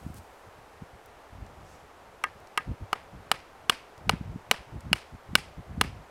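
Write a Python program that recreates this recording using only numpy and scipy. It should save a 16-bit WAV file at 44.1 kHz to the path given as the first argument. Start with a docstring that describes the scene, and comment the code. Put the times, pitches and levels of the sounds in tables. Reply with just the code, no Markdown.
"""Distant wind hisses in a wood and puffs of air buffet the microphone throughout.
A crouching worker scuffs the litter, twigs tick, and a sleeve rustles as the hatchet is lifted.
From 2.2 s the hatchet drives a wooden peg into the soil: two light taps let the loose peg ring.
From 2.9 s eight dry, harder blows follow; the hardest peaks overload the input stage.
The trees scatter each knock back."""
import sys
import numpy as np
from scipy import signal
from scipy.fft import rfft, irfft, next_fast_len
from scipy.io import wavfile
from scipy.ndimage import uniform_filter1d, map_coordinates

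SR = 44100
rng = np.random.default_rng(int(sys.argv[2]) if len(sys.argv) > 2 else 0)


def waveform_to_disk(signal):
    """Save audio, clipped to [-1, 1], as 16-bit WAV at the path in sys.argv[1]."""
    frames = np.transpose(np.atleast_2d(signal))
    scaled = np.clip(frames, -1, 1) * 32767
    samples = np.round(scaled).astype(np.int16)
    wavfile.write(sys.argv[1], SR, samples)


N = 269010

# Hatchet blows. Each row: start in seconds, level in dB, then low, middle, upper mode and crack gains in dB.
BLOWS = [(2.2385, -17, -2, 0.5, -8, -17.5), (2.5754, -15.5, -1, 0, -7, -13.5),
         (2.9295, -13, 1, -6.5, -4, -16.5), (3.315, -11, -2.5, -5.5, -2, -11),
         (3.6961, -10.5, -1.5, -5, 2.5, -8), (4.0941, -11, 4.5, 2.5, -1.5, -14),
         (4.5124, -10.5, 4, 1.5, -0.5, -9.5), (4.93, -15.5, -9, 5.5, 8, -5),
         (5.3533, -14, -8.5, 10, 5.5, -2.5), (5.8118, -12, 3, 3.5, -1.5, -7)]
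# Peg modes. Each row: frequency in Hz, gain in dB, T60 in seconds.
HELD_MODES = [(439, -16.5, 0.033), (752, -1.5, 0.012), (1024, 0.5, 0.015), (1246, 0.5, 0.016),
              (1560, -4, 0.013), (2254, -5.5, 0.019), (2916, 1, 0.016), (3420, -7.5, 0.011),
              (4314, -7, 0.0087), (5114, -14, 0.015)]  # damped by hand and soil
LOOSE_MODES = [(916, -6.5, 0.027), (1076, -3, 0.037), (1244, 4, 0.058), (1616, -3, 0.077),
               (1780, -14, 0.15), (1946, 1, 0.044), (2167, 0.5, 0.037), (2700, -5.5, 0.039),
               (3260, -9, 0.031)]
# Free ringing of the sinking peg. Each row: time in seconds, gain in dB.
LOOSE_GAIN = [(2.24, -3.5), (2.58, -5), (2.93, -21), (5.8, -39)]
# Steel skipping on the peg. Each row: start in seconds, relative level in dB.
SKIPS = [(2.939, -33), (4.111, -24), (4.528, -27), (5.3625, -29), (5.821, -29)]
# Decay among the trees. Each row: frequency in Hz, T60 in seconds.
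ECHO_T60 = [(300, 0.13), (1000, 0.21), (2500, 0.41), (6000, 0.38), (14000, 0.16)]
# Dry twigs and needles. Each row: start in seconds, relative level in dB, treble gain in dB.
TWIG_TICKS = [(0.1431, -38.5, 4), (1.0597, -42, 8), (1.464, -47, -10), (2.4014, -50, 6), (2.4723, -42, -18),
              (3.979, -43, -13), (4.807, -40, -9)]
# Air puffs. Each row: start in seconds, length in seconds, relative level in dB.
PUFFS = [(0.029, 0.18, -44.5), (.47, 0.019, -45.5), (0.818, 0.016, -39.5), (.936, 0.015, -44),
         (1.327, 0.1, -45), (1.581, 0.058, -46.5), (2.354, 0.017, -50), (2.676, 0.047, -36.5),
         (2.813, 0.022, -32), (3.138, 0.07, -43.5), (3.986, .07, -48.5), (4.072, 0.08, -35),
         (4.213, 0.16, -37.5), (4.598, 0.016, -44.5), (4.67, 0.027, -47.5), (4.731, 0.049, -39),
         (4.853, 0.092, -35.5), (5.132, 0.017, -42.5), (5.293, 0.094, -42), (5.4, .12, -52),
         (5.58, 0.028, -35.5), (5.699, .29, -39), (5.776, 0.096, -33.5)]
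# Single eddies on the microphone. Each row: centre in seconds, peak in dB.
EDDY_POPS = [(0.066, -26), (0.104, -31.5), (0.824, -31), (1.429, -46.5), (2.712, -28.5), (4.080, -28),
             (4.138, -19), (4.213, -24.5), (4.361, -24.5), (4.918, -20), (5.334, -28.5), (5.780, -24.5),
             (5.848, -25.5)]
# Noise spectra. Each row: frequency in Hz, gain in dB.
CRACK_SPECTRUM = [(300, -8), (900, 3), (3000, 0.5), (5000, -3.5), (6800, -11), (8600, -6), (9400, -9),
                  (10300, -8), (12000, -15.5), (16000, -21)]
ECHO_SPECTRUM = [(150, 6), (500, 1), (1100, 2.5), (1700, -2), (2400, 0), (3800, -9), (5000, -8),
                 (6500, -17.5), (9500, -14), (15000, -29)]
SLAP_SPECTRUM = [(100, -33), (400, -16), (850, 5), (1350, -3), (2200, 2), (4000, -26), (9000, -71)]
SLOW_AIR_SPECTRUM = [(20, -41), (45, -5.5), (75, 0), (115, -6.5), (180, -11), (300, -20), (600, -57),
                     (1200, -120)]
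FAST_AIR_SPECTRUM = [(20, -27), (60, 6), (110, 4), (200, -8), (300, -12), (450, -20), (800, -42),
                     (1500, -120)]
LITTER_SPECTRUM = [(1500, -7), (3500, -2.5), (8000, 2), (13000, -1), (16000, -7)]
SLEEVE_SPECTRUM = [(2000, -13), (5500, 1), (8500, -3), (11000, -11), (16000, -16)]
FOREST_SPECTRUM = [(25, -5), (60, -7), (120, -21), (250, -8.5), (420, -2), (800, -1), (1200, -5.5),
                   (2000, -12), (4000, -22), (8000, -28), (13500, -33), (16000, -43)]


def hatchet(jolt_hz=2020, thud_hz=230, firming_db_per_s=5.5, rebound_s=0.0039, rebound_db=-18):
    """Steel crushes the peg's head, rings the wood and pushes the soil; the trees answer."""
    out, t = np.zeros(N), np.arange(SR // 8) / SR
    for start_s, db, low_db, middle_db, upper_db, crack_db in BLOWS:
        held = amp(1) * peg_ring(HELD_MODES, t, low_db, middle_db, upper_db, scatter_db=1.1, detune=0.011)
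        loose_db = 4 + np.interp(start_s, *np.transpose(LOOSE_GAIN))
        loose = amp(loose_db) * burst(peg_ring(LOOSE_MODES, t, 0, 0, 0, scatter_db=0.7, detune=0.0015))
        # pressure kick of the stopping head
        jolt = amp(2 + upper_db / 2) * np.sin(2 * np.pi * jolt_hz * t) * decay(t, 0.0058)
        # fibres give way as the force builds, then crackle
        force = 1 - np.exp(-(t / 0.00042) ** 2)
        crush = force * (decay(t, 0.01) + amp(-20) * decay(t, 0.034))
        crack = amp(crack_db + 7) * burst(noise(CRACK_SPECTRUM, len(t)) * crush)
        # soil firms up as the peg sinks
        thud_db = -31 + firming_db_per_s * (start_s - BLOWS[0][0])
        thud = amp(thud_db) * burst(np.sin(2 * np.pi * thud_hz * t) * t * decay(t, 0.018))
        add(out, start_s, amp(db) * (held + loose + jolt + crack + thud))
        add(out, start_s + rebound_s, amp(db + rebound_db) * held)  # peg springs back against the steel
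        echo_db = db - 20 + 0.28 * upper_db  # sharper blows carry farther
        add(out, start_s, amp(echo_db) * tree_echo(SR // 3, bright_db=crack_db + 7))
    for start_s, db in SKIPS:
        add(out, start_s, amp(db - 15) * burst(noise(CRACK_SPECTRUM, len(t)) * decay(t, 0.0051)))
    return out


def peg_ring(modes, t, low_db, middle_db, upper_db, scatter_db, detune, rise_s=0.00019):
    """Damped modes; each blow lands elsewhere and shifts their strength and pitch."""
    hz, db, t60_s = np.transpose(modes)
    level_draw, pitch_draw = rng.standard_normal((len(hz), 2)).T
    band_gains = [(850, low_db), (1250, 0), (1520, middle_db), (2100, middle_db), (2800, upper_db)]
    db = db + scatter_db * level_draw + log_interp(band_gains, hz)
    hz = hz * (1 + detune * pitch_draw)
    phase_rad = np.arange(len(hz)) * np.pi / 2
    swing = np.sin(2 * np.pi * hz[:, None] * t + phase_rad[:, None])
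    return amp(db) @ (decay(t, t60_s[:, None]) * swing) * (1 - np.exp(-t / rise_s))


def tree_echo(size, bright_db, delay_s=0.015, rise_s=0.011, slap_s=0.032):
    """Trunks and brush scatter a knock back: a diffuse swell with one dull slap."""
    t = np.arange(size) / SR
    trunks = clumps(size, spread_db=2, window_samples=70)
    hz, frame_s, stft = signal.stft(rng.standard_normal(size) * trunks, SR, nperseg=256)
    colour_db = log_interp(ECHO_SPECTRUM, hz) + log_interp([(1400, 0), (7000, bright_db)], hz)
    gain = amp(colour_db[:, None]) * decay(frame_s, log_interp(ECHO_T60, hz)[:, None])
    scatter = signal.istft(stft * gain, SR, nperseg=256)[1][:size] * np.minimum(t / rise_s, 1)
    slap = amp(-7.5) * noise(SLAP_SPECTRUM, size) * swell(t + delay_s, slap_s, width_s=0.0036)
    return np.pad(scatter + slap, (round(delay_s * SR), 0))


def buffeting(eddy_s=0.00097):
    """Air tumbles over the microphone; faster puffs are louder and shed smaller eddies."""
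    db = draught_db()
    fast_share = np.clip((db + 48) / 18, 0, 1)
    slow = np.sqrt(1 - fast_share) * noise(SLOW_AIR_SPECTRUM, N)
    fast = np.sqrt(fast_share) * noise(FAST_AIR_SPECTRUM, N)
    air = slow + fast
    local_power = np.abs(uniform_filter1d(air ** 2, size=1500))
    out = amp(db) * air / np.sqrt(local_power + 0.43)  # each puff keeps its own strength
    t = np.arange(-SR // 50, SR // 50) / SR
    u = t / eddy_s
    eddy = (1 - u ** 2 / 2) * np.exp(-u ** 2 / 4)  # pressure peak between two dips
    for centre_s, peak_db in EDDY_POPS:
        add(out, centre_s + t[0], amp(peak_db) * eddy)
    return out


def draught_db(calm_db=-62.5, rise_s=0.0045, fall_s=0.009, flutter_db=4.5, flutter_hz=22.23):
    """Air strength: puffs rise, hold and fall over a calm, all of it fluttering."""
    t, power = np.arange(N) / SR, amp(calm_db) ** 2
    for start_s, length_s, db in PUFFS:
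        extra_s = 0.058 * length_s  # longer puffs have slower edges
        early = np.maximum(start_s - t, 0) / (rise_s + extra_s)
        late = np.maximum(t - start_s - length_s, 0) / (fall_s + extra_s)
        power = power + (amp(db) * np.exp(-early - late)) ** 2
    flutter = map_coordinates(rng.standard_normal(N // 100), [np.arange(N) * flutter_hz / SR])
    return 10 * np.log10(power) + flutter_db * flutter


def twigs():
    """Dry twigs and needles tick one by one."""
    out, t = np.zeros(N), np.arange(SR // 20) / SR
    snap = decay(t, 0.011) + amp(-8) * decay(t, 0.025)
    for start_s, db, treble_db in TWIG_TICKS:
        twig = equalize(noise(LITTER_SPECTRUM, len(t)), [(6000, 0), (13000, treble_db)])
        add(out, start_s, amp(db - 10) * burst(twig * snap))
    return out


def litter(scuff_db=-54.5, settle_db=-65, settle_db_per_s=19):
    """A boot scuffs the needles, which then settle."""
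    t = np.arange(N) / SR
    grains = clumps(N, spread_db=2.2, window_samples=90)
    scuff = amp(scuff_db) * swell(t, centre_s=0.176, width_s=0.014)
    settle = amp(settle_db - settle_db_per_s * t)
    return (scuff + settle) * unit_rms(grains * noise(LITTER_SPECTRUM, N))


def sleeve(level_db=-64.5):
    """Cloth brushes on cloth as the arm first lifts the hatchet."""
    lift = swell(np.arange(N) / SR, centre_s=1.72, width_s=0.093)
    return amp(level_db) * lift * noise(SLEEVE_SPECTRUM, N)


def forest_wind(level_db=-52.5):
    """Steady, distant wind in the treetops."""
    return amp(level_db) * noise(FOREST_SPECTRUM, N)


def amp(db):
    return 10 ** (np.asarray(db) / 20)


def decay(t, t60_s):
    return amp(-60 * t / t60_s)


def swell(t, centre_s, width_s):
    return np.exp(-((t - centre_s) / width_s) ** 2)


def unit_rms(x):
    return x / np.sqrt(np.mean(x ** 2) + 1e-20)


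def burst(x):
    """Scale to the energy of 2 ms at rms 1."""
    return x / np.sqrt(np.sum(x ** 2) / (0.002 * SR) + 1e-20)


def log_interp(points, hz):
    points_hz, values = np.transpose(points)
    return np.interp(np.log(hz + 1), np.log(points_hz + 1), values)


def filtered(x, gain_at_hz):
    size = next_fast_len(len(x) + SR // 10)
    return irfft(rfft(x, size) * gain_at_hz(np.fft.rfftfreq(size, 1 / SR)), size)[:len(x)]


def equalize(x, spectrum):
    return filtered(x, lambda hz: amp(log_interp(spectrum, hz)))


def noise(spectrum, size):
    return unit_rms(equalize(rng.standard_normal(size), spectrum))


def clumps(size, spread_db, window_samples):
    """Grainy random gain."""
    return amp(spread_db * unit_rms(uniform_filter1d(rng.standard_normal(size), window_samples)))


def add(track, start_s, sound):
    part = track[max(round(start_s * SR), 0):][:len(sound)]
    part += sound[:len(part)]


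def scene():
    """Knocks, the worker's small noises and the air, in mono."""
    return (hatchet() + twigs() + litter() + sleeve() + buffeting() + forest_wind())[None]


def record(dry):
    """The input stage flattens the hardest peaks; a steep low-pass follows."""
    ceiling, cutoff_hz = 0.54, 16000
    clipped = dry[0] / (1 + np.abs(dry[0] / ceiling) ** 8) ** (1 / 8)
    return filtered(clipped, lambda hz: 1 / np.sqrt(1 + (hz / cutoff_hz) ** 140))[None]


dry = scene()
out = record(dry)
waveform_to_disk(out)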